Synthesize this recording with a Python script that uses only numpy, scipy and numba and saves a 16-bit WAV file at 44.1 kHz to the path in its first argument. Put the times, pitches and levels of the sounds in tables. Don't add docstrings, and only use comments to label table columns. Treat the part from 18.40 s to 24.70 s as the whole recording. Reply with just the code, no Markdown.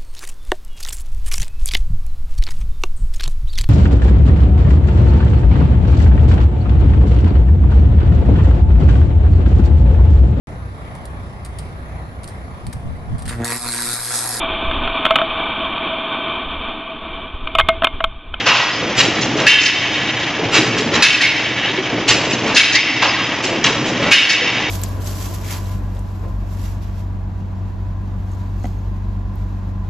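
import sys
import numpy as np
from scipy import signal
from scipy.fft import rfft, irfft, next_fast_len
from scipy.io import wavfile
from scipy.ndimage import uniform_filter1d, minimum_filter1d
from numba import njit

SR = 44100
rng = np.random.default_rng(int(sys.argv[2]) if len(sys.argv) > 2 else 0)


def generate_wav(signal):
    frames = np.transpose(np.atleast_2d(signal))
    scaled = np.clip(frames, -1, 1) * 32767
    pcm = np.round(scaled).astype(np.int16)
    wavfile.write(sys.argv[1], SR, pcm)


N = 277830
TIME = np.arange(N) / SR

# start_s, swell_s, blow_db, clank_db, ring_db, note_hz, note_db
STROKES = [(1.065, 0.003, -2, -4.5, -1.5, 3095, 2.5), (2.622, 0.0022, 2, -7.5, -2, 2630, -11),
           (4.15, 0.022, -0.5, -12, -1.5, 3874, -5.5), (5.705, 0.019, 0.5, -3, 0.5, 2750, -5)]
# start_s, jolt_db, air_db, squeak_db, ring_db
RETURNS = [(1.242, -14, -1, -18, -8.5), (2.796, -12, -11, -9.5, -8.5), (4.335, -17, 1.5, -7.5, -6),
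           (5.880, -10.5, 1, -19.5, -3)]
# pitch_hz, level_db
BLOW_TONE = [(100, -38.5), (600, -12.5), (1200, 5.5), (1750, 11), (3000, 10.5), (4200, 12), (5500, 6.5),
             (7000, 3), (10000, 16), (15000, -11)]
# pitch_hz, level_db, fade_s (time to fall by 60 dB)
DIE_NOTES = [(1668, 7.5, 0.094), (1865, 4, 0.096), (1915, -11.5, 0.099), (2190, -1, 0.2), (2523, 7, 0.11),
             (2716, 0.5, 0.48), (3110, -4, 0.92)]

def punch():
    snap = bursts([(start, swell, 0.17, db) for start, swell, db, *_ in STROKES])
    crunch = bursts([(start, swell + 0.012, 0.45, db - 5) for start, swell, db, *_ in STROKES])
    jolt = bursts([(start, 0.022, 0.25, db) for start, db, *_ in RETURNS])
    contact = (np.hypot(snap, crunch) + jolt) * grains(BLOW_TONE, rough_db=1)
    clank = sum(undb(db) * ring(start + swell / 2, DIE_NOTES, swell,
                                flutter_db=2.5, waver_hz=24, detune=0.025)
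                for start, swell, _, db, *_ in STROKES)
    return contact + clank


# pitch_hz, level_db, fade_s
BAR_NOTES = [(1506, -15.5, 0.38), (1670, -25, 0.41), (2040, 1, 0.63), (2250, -3.5, 1.1), (2250, -0.5, 0.56),
             (2508, -3.5, 0.79), (2504, -6, 0.83), (2712, 6, 0.58), (2940, -5.5, 1.1), (3170, -7, 0.68),
             (3190, -9, 0.54), (3370, -7.5, 0.6), (3640, 0.5, 0.46), (4300, -16, 0.19), (5100, -13.5, 0.85),
             (5210, -7.5, 0.69)]

def ringing_bars():
    blows = [(start, db) for start, _, _, _, db, *_ in STROKES]
    blows += [(start, db) for start, *_, db in RETURNS]
    shaking = bursts([(start, 0.02, 0.72, db) for start, db in blows])
    jangle = shaking * (undb(-6) * shimmer() + undb(-7) * rattle())
    notes = sum(undb(db - 14.5) * ring(start, BAR_NOTES, swell_s=0.05,
                                       flutter_db=-0.5, waver_hz=18.8, detune=0.012)
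                for start, db in blows)
    extra_notes = sum(ring(start + 0.025, [(hz, db, 0.33)], swell_s=0.06, flutter_db=3, waver_hz=28)
                      for start, *_, hz, db in STROKES)
    return jangle + notes + extra_notes


def rattle(bounces_per_s=45, scatter_db=5, fade_share=0.2):
    bounces = np.flatnonzero(rng.random(N) < bounces_per_s / SR)
    out = 0
    for hz, db, fade in BAR_NOTES:
        force = np.zeros(N)
        force[bounces] = undb(db + scatter_db * np.tanh(rng.standard_normal(N)[bounces]))
        pole = np.exp((2j * np.pi * hz - np.log(1000) / (fade * fade_share)) / SR)
        out = out + signal.lfilter([1], [1, -pole], force).imag
    return unit(out)


# pitch_hz, width_hz, level_db
METAL_BANDS = [(1757, 170, 1.5), (1950, 345, 6), (2259, 89, 9.5), (2740, 860, 3.5), (3090, 240, -3.5),
               (3660, 210, 1)]

def shimmer():
    return resonate(rng.standard_normal(N), METAL_BANDS)


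# pitch_hz, level_db
AIR_TONE = [(1000, -45), (3000, -27), (4500, 12.5), (6500, 2.5), (8500, -21), (11000, -17), (15000, -13),
            (18000, 18.5)]

def pull_out(low_hz=1500, high_hz=2250, glide_s=0.02):
    puffs = bursts([(start, 0.024, 0.14, db) for start, _, db, *_ in RETURNS])
    out = puffs * grains(AIR_TONE, rough_db=1)
    for start, _, _, db, _ in RETURNS:
        hz = high_hz + (low_hz - high_hz) * np.exp(-np.maximum(TIME - start, 0) / glide_s)
        squeak = wavering_note(hz, waver=0.05, rate_hz=700)
        out += undb(db + 3 * wander(220)) * rise_hold_fall(start, 0.02, 0.03, 0.035) * squeak
    return out


# pull_db, slide_db, brake_db, growl_db
FEEDS = [(-26, -24.5, -16.5, -25.5), (-24, -19, -15.5, -20), (-21.5, -22.5, -18.5, -27),
         (-24.5, -22, -16.5, -23.5)]
# start_s, swell_s, body_db, sizzle_db
JERKS = [(0.549, 0.046, -13.5, -8.5), (2.096, 0.059, -10, -9), (3.67, 0.019, -11.5, -5),
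         (5.022, 0.019, -24, -16), (5.22, 0.037, -13, -15.5)]
# pitch_hz, level_db
BODY_TONE = [(100, -1), (400, 0.5), (800, 4.5), (1200, 6.5), (2000, 4.5), (2800, 2.5), (4000, -7.5),
             (6000, -13), (9000, -22), (15000, -36)]
SIZZLE_TONE = [(1000, -20), (2500, 14), (3700, 7), (5200, 5.5), (6500, 0.5), (8000, 11.5), (10500, 4),
               (12000, -13), (15000, -18)]

def clatter(slide_lead_s=0.267, brake_lead_s=0.12, sizzle_fade_share=0.86):
    body = unit(grains(BODY_TONE, rough_db=3) + undb(-5) * shimmer())
    sizzle = grains(SIZZLE_TONE, rough_db=2.5)
    # start_s, swell_s, fade_s, body_db, sizzle_db
    contacts = [(start, swell, 0.35, *levels) for start, swell, *levels in JERKS]
    for (strike, *_), (_, slide_db, brake_db, _) in zip(STROKES, FEEDS):
        contacts.append((strike - slide_lead_s, 0.03, 0.31, slide_db - 7, slide_db))
        contacts.append((strike - brake_lead_s, 0.048, 1, brake_db, brake_db - 13.5))
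    body_level = bursts([row[:4] for row in contacts])
    sizzle_level = bursts([(start, swell, fade * sizzle_fade_share, db)
                           for start, swell, fade, _, db in contacts])
    return body * body_level + sizzle * sizzle_level


# start_s, level_db
CLACKS = [(0.586, -23.5), (0.600, -10), (0.823, -18.5), (1.000, -19), (2.15, -14), (2.173, -12),
          (2.386, -18), (2.537, -17), (2.552, -11.5), (3.685, -16.5), (3.705, -10.5), (3.93, -17.5),
          (4.352, -11), (5.241, -9.5), (5.260, -14), (5.487, -21)]
# pitch_hz, level_db
CRACK_TONE = [(1500, -22), (3600, 0), (6500, 0), (9000, -3), (11000, -8), (15000, -22), (18000, -40)]
# pitch_hz, width_hz, level_db
GUIDE_BANDS = [(1104, 160, -2.5), (1850, 180, 0), (2340, 240, -6.5), (2800, 270, 1.5), (3240, 170, 1),
               (3870, 260, -1), (4380, 300, -13.5), (5320, 500, -12.5)]

def clacks():
    crack_level = bursts([(start, 0.001, 0.066, db - 2) for start, db in CLACKS])
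    crack = grains(CRACK_TONE, rough_db=6)
    chatter_level = bursts([(start, 0.003, 0.096, db + 2.5) for start, db in CLACKS])
    chatter = resonate(rng.standard_normal(N) * undb(3 * wander(350)), GUIDE_BANDS)
    return crack_level * crack + chatter_level * chatter


# start_s, swell_s, fade_s, level_db
SCRAPES = [(0.355, 0.0079, 0.087, -37), (0.806, .005, .2, -21), (0.972, 0.0028, 0.072, -22),
           (1.185, 0.03, 0.37, -15), (1.43, 0.11, 0.94, -33), (1.76, 0.049, 0.37, -34.5),
           (2.265, .012, 0.14, -29), (2.538, 0.023, 0.096, -28.5), (4.066, .01, .15, -26.5),
           (4.143, .008, 0.11, -11), (4.315, 0.017, 0.14, -13.5), (4.862, 0.0034, 0.12, -32.5),
           (5.023, 0.0039, 0.15, -27.5), (5.626, 0.0071, .2, -38), (5.915, 0.013, 0.17, -15)]

def scrapes():
    return bursts(SCRAPES) * grains(CRACK_TONE, rough_db=4, rate_hz=300)


# pitch_hz, level_db
RUMBLE_TONE = [(25, -12), (55, -48), (110, 3), (190, -1), (280, -1), (500, 1), (750, -6.5), (1300, -35),
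               (3000, -54), (8000, -58), (15000, -71.5)]

def rollers(lead_s=0.671, rise_s=0.026, stop_lead_s=0.0096, surge_hz=5.82, surge_db=4):
    level = undb(-34.5)
    for (strike, *_), (pull_db, *_) in zip(STROKES, FEEDS):
        start = strike - lead_s
        load_db = np.interp(TIME, [start, strike], [pull_db, -24])
        load_db -= surge_db * np.cos(2 * np.pi * surge_hz * (TIME - start))
        pushing = rise_hold_fall(start, rise_s, lead_s - rise_s - stop_lead_s, 0.035)
        level = np.hypot(level, undb(load_db) * pushing)
    return level * grains(RUMBLE_TONE, rough_db=2.5, rate_hz=89)


# start_s, pitch_hz, level_db
KNOCKS = [(0.065, 535, -12.5), (0.425, 499, -14), (0.473, 495, -15), (0.681, 308, -8), (0.828, 290, -11),
          (0.879, 240, -9.5), (0.953, 410, -9), (1.010, 543, -12.5), (1.040, 605, -14), (1.993, 437, -10),
          (2.138, 384, -15.5), (2.165, 445, -12.5), (2.184, 313, -4), (2.395, 427, -10.5),
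          (3.294, 387, -14.5), (3.380, 375, -9), (3.544, 297, -12.5), (3.662, 296, -13), (3.726, 322, -17),
          (3.932, 227, -10.5), (4.053, 450, -12.5), (4.494, 295, -14.5), (5.047, 388, -14),
          (5.150, 318, -11.5), (5.270, 233, -12.5), (5.391, 305, -12), (5.600, 569, -11),
          (5.660, 595, -13.5), (6.016, 516, -8.5)]
# pitch_ratio, level_db, fade_s
KNOCK_NOTES = [(0.721, -10, 0.076), (1, 1, 0.1), (1.37, -2.5, 0.03)]

def knocks():
    out = 0
    for start, hz, db in KNOCKS:
        notes = [(hz * ratio, note_db, fade) for ratio, note_db, fade in KNOCK_NOTES]
        out = out + undb(db) * ring(start, notes, swell_s=0.0042, flutter_db=1, waver_hz=13.5)
    return out


# start_s, length_s, pitch_hz, level_db
THIN_NOTES = [(0.297, 0.11, 5040, -31), (0.825, 0.04, 6250, -28), (2.655, 0.035, 2740, -10),
              (2.738, 0.024, 2634, -7), (3.163, 0.15, 2887, -25), (4.213, 0.06, 3870, -14),
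              (4.668, 0.06, 5010, -23.5), (4.797, 0.1, 5010, -32), (5.925, 0.06, 3720, -20)]

def thin_notes():
    out = 0
    for start, length, hz, db in THIN_NOTES:
        swell = np.sin(np.pi * np.clip((TIME - start) / length, 0, 1))
        level = undb(db + 3 * wander(110)) * swell
        out = out + level * wavering_note(hz, waver=0.00794, rate_hz=300)
    return out


# pitch_hz, width_hz, level_db
FRAME_BANDS = [(123, 27, 2.5), (170, 23, -0.5), (239, 50, 3), (294, 54, -3)]

def growl(lead_s=0.55, rise_s=0.45, fall_s=0.024):
    hold_s = lead_s - rise_s - fall_s
    level = sum(undb(db) * rise_hold_fall(strike - lead_s, rise_s, hold_s, fall_s)
                for (strike, *_), (*_, db) in zip(STROKES, FEEDS))
    return level * resonate(rng.standard_normal(N), FRAME_BANDS)


# start_s, swell_s, fade_s, crash_db, boom_db, ring_db
FAR_CLANKS = [(0.042, 0.032, 0.56, -9, -14.5, -15), (0.140, 0.022, 1, -15.5, -24, -22.5),
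              (4.619, 0.004, 0.46, -12, -13, -23), (4.773, 0.018, 0.14, -20, -27, -27.5)]
# pitch_hz, level_db
CRASH_TONE = [(100, -41.5), (400, -13), (700, 1), (1050, 1), (1450, 5), (1900, 4), (2700, 7), (3800, 0),
              (5200, -4), (7000, -11), (10000, -16), (15000, -27)]
BOOM_TONE = [(300, -25), (550, -3), (850, -3.5), (1080, 3), (1400, -9), (2200, -15.5), (6000, -37)]
# pitch_hz, level_db, fade_s
FAR_NOTES = [(905, -13, 0.66), (1040, -11, 0.79), (1255, -5, 1), (1570, -1, .45), (1930, -4, 1),
             (2684, 1.5, 0.53), (2780, -1, 0.52), (3040, -11, 0.95), (3220, -12, 1)]

def far_machine():
    crash = bursts([row[:4] for row in FAR_CLANKS]) * grains(CRASH_TONE, rough_db=-0.5, rate_hz=240)
    boom_level = bursts([(start, swell, fade, db) for start, swell, fade, _, db, _ in FAR_CLANKS])
    boom = boom_level * grains(BOOM_TONE, rough_db=8.5, rate_hz=900)
    notes = sum(undb(db) * ring(start + swell / 2, FAR_NOTES, swell, flutter_db=2.5, waver_hz=14)
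                for start, swell, *_, db in FAR_CLANKS)
    return crash + boom + notes


def buzz(delay_s=0.33, idle_db=-29.5, moving_db=-23.5):
    strikes = [start for start, *_ in STROKES]
    strikes.insert(0, strikes[0] - 1.67)
    travel = sum(rise_hold_fall(strike + delay_s, 0.15, 0.3, 0.11) for strike in strikes)
    level = np.hypot(undb(idle_db), undb(moving_db) * travel) * undb(2.6 * wander(60))
    return level * shimmer() + undb(-41) * travel * grains(SIZZLE_TONE, rough_db=1.5)


# pitch_hz, level_db
HALL_TONE = [(25, -16.5), (45, -15.5), (70, -5), (120, -0.5), (200, 0), (290, 3), (400, -3), (900, -3),
             (1400, -7), (2300, -5), (3200, -7.5), (4300, -19.5), (5200, -16.5), (7000, -23)]
# pitch_hz, level_db
PUMP_NOTES = [(119.5, -34.5), (296, -34.5), (314, -33)]
# time_s, level_db
DRONE_DIP = [(0, 0), (.24, -5.5), (.42, 0)]

def drone():
    noise = grains(HALL_TONE + [(9000, -42), (15000, -70)], rough_db=2.2, rate_hz=120)
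    noise *= undb(-20.5 + 0.8 * wander(5))
    hum = sum(undb(db + 1.6 * wander(12)) * unit(wavering_note(hz, waver=0.0184, rate_hz=25))
              for hz, db in PUMP_NOTES)
    return undb(np.interp(TIME, *np.transpose(DRONE_DIP))) * (noise + hum)


# pitch_hz, level_db
ECHO_TONE = [(100, -5), (2500, -5), (6000, -6.5), (9000, -13.5), (15000, -56)]

def hall_echo(sound, fade_s=1.1):
    tail = rng.standard_normal(N) * burst(0, 0.000063, fade_s)
    tail /= np.sqrt(np.sum(tail ** 2))
    return colour(signal.fftconvolve(sound, tail)[:N], ECHO_TONE)


def undb(db):
    return 10 ** (np.asarray(db) / 20)


def unit(sound):
    return sound / np.sqrt(np.mean(sound ** 2))


def colour(sound, tone):
    hz, db = np.transpose(tone)
    size = next_fast_len(N + 8192)
    bins_hz = np.maximum(np.fft.rfftfreq(size, 1 / SR), 1)
    gain = undb(np.interp(np.log(bins_hz), np.log(hz), db))
    return irfft(rfft(sound, size) * gain, size)[..., :N]


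def wander(rate_hz):
    step = max(int(SR / rate_hz), 1)
    stairs = np.repeat(rng.standard_normal(N // step + 1), step)
    return unit(uniform_filter1d(stairs, step)[:N])


def grains(tone, rough_db, rate_hz=500):
    hits = rng.standard_normal(N) * undb(rough_db * np.tanh(wander(rate_hz)))
    return unit(colour(hits, tone))


def wavering_note(hz, waver, rate_hz):
    return np.sin(2 * np.pi * np.cumsum(hz * (1 + waver * wander(rate_hz))) / SR)


def burst(start_s, swell_s, fade_s):
    age = TIME - start_s
    rise = np.clip(age / swell_s, 0, 1) ** 2
    return rise * np.exp(-np.log(1000) * np.maximum(age - swell_s, 0) / fade_s)


def bursts(rows):
    return np.sqrt(sum((undb(db) * burst(start, swell, fade)) ** 2 for start, swell, fade, db in rows))


def rise_hold_fall(start_s, rise_s, hold_s, fall_s):
    age = TIME - start_s
    return np.clip(np.minimum(age / rise_s, 1 + (rise_s + hold_s - age) / fall_s), 0, 1)


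def ring(start_s, notes, swell_s, flutter_db, waver_hz, detune=0):
    first = int(start_s * SR)
    length_s = min(max(fade for *_, fade in notes), 1)
    age = TIME[:min(int(SR * length_s), N - first)]
    wobble_times = np.linspace(0, 1, 60)
    out = np.zeros(N)
    for hz, db, fade in notes:
        flutter, waver = (np.interp(age, wobble_times, rng.standard_normal(60)) for _ in range(2))
        pitch = hz * (1 + detune * rng.standard_normal()) + waver_hz * waver
        wave = np.sin(2 * np.pi * (np.cumsum(pitch) / SR + rng.random()))
        level = np.minimum(age / swell_s, 1) * np.exp(-np.log(1000) * age / fade)
        out[first:first + len(age)] += undb(db + flutter_db * flutter) * level * wave
    return out


def resonate(force, bands):
    out = 0
    for hz, width_hz, db in bands:
        b, a = signal.iirpeak(hz, hz / width_hz, fs=SR)
        out = out + undb(db) * signal.lfilter(b, a, signal.lfilter(b, a, force))
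    return unit(out)


# pitch_hz, level_db
STEREO_WIDTH = [(30, -15), (100, -26.5), (300, -34.5), (600, -23), (3200, -27), (3800, -17.5), (4400, -5),
                (8000, -4.5), (15000, -8)]

def scene():
    machines = punch() + ringing_bars() + pull_out()
    machines += clatter() + clacks() + scrapes() + rollers() + knocks() + far_machine()
    middle = machines + hall_echo(machines) + growl() + thin_notes() + drone() + buzz()
    direction = np.cos(2 * np.pi * np.cumsum(40 * wander(100)) / SR)
    side = colour(signal.hilbert(middle).imag * unit(direction), STEREO_WIDTH)
    return np.array([middle + side, middle - side])


@njit
def follow_peaks(levels, rise_step, fall_step, hold_samples):
    out = np.empty(len(levels))
    smooth, peak, wait = 0., 0., 0.
    for i, level in enumerate(levels):
        smooth += (level - smooth) * (rise_step if level > smooth else fall_step)
        if smooth >= peak:
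            peak, wait = smooth, hold_samples
        elif wait > 0:
            wait -= 1
        else:
            peak -= peak * fall_step
        out[i] = peak
    return out


# pitch_hz, level_db
MICROPHONE_TONE = [(30, -5), (6500, 0), (7400, -7), (8100, -28), (10200, -25), (11500, -40.5), (15000, -30)]

def record(dry, threshold_db=-1, rise_s=0.0065, hold_s=0.0406, fall_s=0.29, top_hz=15400):
    loudness = follow_peaks(np.abs(dry).max(axis=0), 1 / (rise_s * SR), 1 / (fall_s * SR), hold_s * SR)
    turned_down = colour(dry / np.maximum(loudness / undb(threshold_db), 1), MICROPHONE_TONE)
    peak_gain = 1 / np.maximum(np.abs(turned_down).max(axis=0) / 1.1, 1)
    limited = turned_down * uniform_filter1d(minimum_filter1d(peak_gain, size=45), size=45)
    rounded = limited / (1 + limited ** 12) ** (1 / 12)
    return signal.sosfilt(signal.ellip(8, 0.2, 70, top_hz, fs=SR, output="sos"), rounded)


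dry = scene()
out = record(dry)
generate_wav(out)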